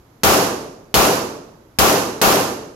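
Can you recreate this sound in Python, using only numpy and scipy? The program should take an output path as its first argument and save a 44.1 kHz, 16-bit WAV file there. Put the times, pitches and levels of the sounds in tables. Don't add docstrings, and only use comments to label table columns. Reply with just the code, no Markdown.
import sys
import numpy as np
from scipy import signal
from scipy.fft import rfft, irfft, next_fast_len
from scipy.io import wavfile
from scipy.ndimage import uniform_filter1d

SR = 44100
rng = np.random.default_rng(int(sys.argv[2]) if len(sys.argv) > 2 else 0)


def store_wav(level_fs):
    pcm = np.round(np.clip(np.atleast_2d(level_fs), -1, 1) * 32767)
    wavfile.write(sys.argv[1], SR, pcm.T.astype(np.int16))


N = 121275

# (frequency [Hz], level [dB])
VENT_COLOUR = [(15, -34), (25, -8), (59, -8.5), (92, -7), (123, -9.5), (200, -15), (280, -10), (600, -17.5),
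               (1200, -21.5), (1840, -28.5), (2840, -33.5), (6740, -35.5), (8830, -48), (11900, -34.5),
               (16000, -58)]
# (frequency [Hz], left-right [dB])
VENT_BALANCE = [(100, -.5), (600, 1.5), (1300, -5), (4400, -4.5), (15000, -11.5)]
# (time [s], level [dB], extra crack level [dB], extra thump level [dB])
SHOTS = [(.2342, 4, 0, 2), (0.9416, 3.23, -0.5, 1.5), (1.787, 3.5, 4, 3.5), (2.2153, 3, 0, -1.5)]
# (delay after the blast [s], level against the blast [dB], left-right [dB])
ECHOES = [(.0052, -12, 25), (0.026, 2, 7), (0.058, 3, 11), (0.111, 1.5, -2), (0.156, -13, -17)]
# (frequency [Hz], level [dB])
CRACK_COLOUR = [(100, -6.5), (500, -14.5), (1500, 0.5), (4000, -1.5), (8000, 0.5), (16000, -13)]
# (frequency [Hz], level [dB])
THUMP_COLOUR = [(15, -25), (30, -7), (48, -6), (75, -5.5), (120, -8), (250, -18), (1000, -47.5)]
# (frequency [Hz], level [dB])
ROOM_COLOUR = [(25, -47.5), (50, -25), (80, -23), (125, -15.5), (200, -10), (300, -5), (370, -2),
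               (600, -1.5), (800, -2.5), (1150, -2), (1600, -9), (2100, -14), (2700, -11), (3500, -17),
               (5500, -15), (8000, -14), (12000, -17.5), (16000, -28.5)]
# (frequency [Hz], time to fall 60 dB [s])
ROOM_T60 = [(60, 1.11), (170, 1.055), (300, 0.97), (600, 0.81), (1300, 0.69), (3000, 0.62), (6000, 0.67),
            (11000, 0.55), (16000, 0.41)]
# (frequency [Hz], level [dB])
BLOOM_COLOUR = [(100, -34), (300, -13.5), (550, -4), (800, 0), (1150, 3.5), (1700, -10.5), (3000, -12.5),
                (16000, -23.5)]
# (frequency [Hz], share [0-1])
SHARED_ROOM = [(100, 1), (400, 0.95), (1000, 0.86), (3000, 0.21), (10000, 0.033)]
# (frequency [Hz], correlation [0-1])
LIKENESS = [(60, 1), (125, 0.96), (220, 0.95), (380, 0.77), (700, 0.46), (1300, 0.052), (4000, 0)]
# (frequency [Hz], level [dB])
LANE_MODES = [(76, -7.5), (382, 4), (407, 2.5), (468, 5), (507, -7), (588, 3), (662, -9.5), (768, -1),
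              (783, 12.5), (820, 8), (893, -7.5), (975, -19.5), (1112, -23), (1180, 4), (1550, -12.5)]
# (time [s], frequency [Hz], level [dB])
PINGS = [(0.9418, 3020, -1.5), (.951, 4330, 2)]
# (frequency [Hz], gain [dB])
MIC_COLOUR = [(15, -31.5), (30, -21), (50, 1), (1000, -3.5), (4000, 0), (6800, -1), (8000, -7.5),
              (9800, -5.5), (12000, 3), (14000, -1), (16000, -1)]
# (frequency [Hz], left-right [dB])
MIC_BALANCE = [(60, -0.5), (200, -1.1), (700, -1), (1300, -4.5), (2400, -3.1), (4400, -7), (8000, -4),
               (15000, -14)]

VENT_DB = -51
HUM_HZ, HUM_DB = 118.5, -61.5
BLAST_S, BLAST_DB = 0.0006, 2
CRACK_DB, CRACK_T60_S = -8, 0.17
THUMP_DB, THUMP_S, THUMP_PAN_DB = -19.5, 0.068, 3.5
ROOM_DB, BUILD_S = -1, 0.0098
BLOOM_DB, BLOOM_PEAK_S = -5.5, 0.035
MODES_DB, MODES_T60_S = -18, 0.39
PING_T60_S = 0.02
OVERLOAD, KNEE = 1.4, 2.5
LIMIT_DB, LIMIT_S = -12, 0.015
LIMIT_PAN_DB = 2.5
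LIMIT_RATIO = 6
TOP_HZ = 15900


def amp(db):
    return 10 ** (np.asarray(db) / 20)


def unit(x):
    return x / np.sqrt(np.mean(x ** 2) + 1e-20)


def along(points, hz):
    f, v = np.transpose(points)
    return np.interp(np.log(hz + 1), np.log(f + 1), v)


def sides(db):
    return amp(np.array([[0.5], [-0.5]]) * db)


def decay(t, t60):
    return np.exp(-np.log(1000) * t / t60)


def filtered(x, response):
    m = next_fast_len(x.shape[-1] + SR // 2)
    spectrum = rfft(x, m) * response(np.fft.rfftfreq(m, 1 / SR))
    return irfft(spectrum, m)[..., :x.shape[-1]]


def causal(gain):
    cepstrum = irfft(np.log(gain))
    half = cepstrum.shape[-1] // 2
    cepstrum[..., 1:half] *= 2
    cepstrum[..., half + 1:] = 0
    return np.exp(rfft(cepstrum))


def add(track, s, sound):
    i = max(round(s * SR), 0)
    track[:, i:i + sound.shape[-1]] += sound[..., :N - i]


def diffuse(white, colour):
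    def mid_side_gains(hz):
        turn = np.arccos(np.clip(along(LIKENESS, hz), -1, 1)) / 2
        return amp(along(colour, hz)) * [np.cos(turn), np.sin(turn)]

    mid, side = filtered(white, mid_side_gains)
    return unit(np.array([mid + side, mid - side]))


def ventilation():
    def before_mic(hz):
        balance = along(VENT_BALANCE, hz) - along(MIC_BALANCE, hz)
        return sides(balance) / amp(along(MIC_COLOUR, hz))

    air = diffuse(rng.standard_normal((2, N + SR)), VENT_COLOUR)
    air = filtered(air, before_mic)[:, SR // 2:][:, :N]
    hum = np.sqrt(2) * np.sin(2 * np.pi * HUM_HZ * np.arange(N) / SR)
    return amp(VENT_DB) * air + amp(HUM_DB) * hum


def blast(t):
    pulse = amp(BLAST_DB) * (1 - t / BLAST_S) * np.exp(-t / BLAST_S)
    out = np.array([pulse, pulse])
    for delay, db, pan_db in ECHOES:
        add(out, delay, amp(db) * sides(pan_db) * pulse)
    return out


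def crack(t):
    scatter = diffuse(rng.standard_normal((2, N)), CRACK_COLOUR)
    return amp(CRACK_DB) * scatter * decay(t, CRACK_T60_S)


def thump(t):
    push = unit(filtered(rng.standard_normal((2, N)), lambda hz: amp(along(THUMP_COLOUR, hz))))
    return amp(THUMP_DB) * sides(THUMP_PAN_DB) * push / (1 + (t / THUMP_S) ** 8)


def reverberation(t, walls):
    share = lambda hz: np.clip(along(SHARED_ROOM, hz), 0, 1)
    common = filtered(walls, lambda hz: np.sqrt(share(hz)))
    fresh = filtered(rng.standard_normal((2, N)), lambda hz: np.sqrt(1 - share(hz)))
    white = common + fresh
    hz, s, bands = signal.stft(diffuse(white, ROOM_COLOUR), SR, nperseg=512)
    fade = decay(s, along(ROOM_T60, hz)[:, None])
    tail = amp(ROOM_DB) * signal.istft(bands * fade, SR)[1][:, :N]
    u = t / BLOOM_PEAK_S
    swell = (u * np.exp(1 - u)) ** 2
    bloom = amp(BLOOM_DB) * diffuse(white[:, ::-1], BLOOM_COLOUR) * swell
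    return tail + bloom


def standing_waves(t):
    ring = np.zeros(len(t))
    phases = rng.uniform(0, 2 * np.pi, len(LANE_MODES))
    for (hz, db), phase in zip(LANE_MODES, phases):
        ring += amp(db) * np.sin(2 * np.pi * hz * t + phase)
    return amp(MODES_DB) * ring * decay(t, MODES_T60_S)


def pistol():
    t, out = np.arange(N) / SR, np.zeros((2, N))
    walls = rng.standard_normal((2, N))
    direct, ring = blast(t), standing_waves(t)
    build = 1 - np.exp(-t / BUILD_S)
    for s, db, crack_db, thump_db in SHOTS:
        attack = direct + amp(crack_db) * crack(t) + amp(thump_db) * thump(t)
        room = (reverberation(t, walls) + ring) * build
        add(out, s, amp(db) * (attack + room))
    return out


def pings():
    t, out = np.arange(SR // 4) / SR, np.zeros((2, N))
    for s, hz, db in PINGS:
        add(out, s, amp(db) * np.sin(2 * np.pi * hz * t) * decay(t, PING_T60_S))
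    return out


def scene():
    return pistol() + pings() + ventilation()


def record(dry):
    bent = dry / (1 + np.abs(dry / OVERLOAD) ** KNEE) ** (1 / KNEE)
    hz = np.fft.rfftfreq(2 * N, 1 / SR)
    mic = causal(amp(along(MIC_COLOUR, hz)) * sides(along(MIC_BALANCE, hz)))
    wet = irfft(rfft(bent, 2 * N) * mic)[:, :N]
    power = uniform_filter1d(wet ** 2, max(int(LIMIT_S * SR), 1), axis=1)
    level = np.sqrt(np.abs(power))
    ceiling = amp(LIMIT_DB) * sides(LIMIT_PAN_DB)
    over = (1 + (level / ceiling) ** 4) ** (1 / 4)
    held = wet / over ** (1 - 1 / LIMIT_RATIO)
    band_limit = signal.cheby1(14, 0.3, TOP_HZ, fs=SR, output="sos")
    return signal.sosfilt(band_limit, np.clip(held, -1, 1))


dry = scene()
out = record(dry)
store_wav(out)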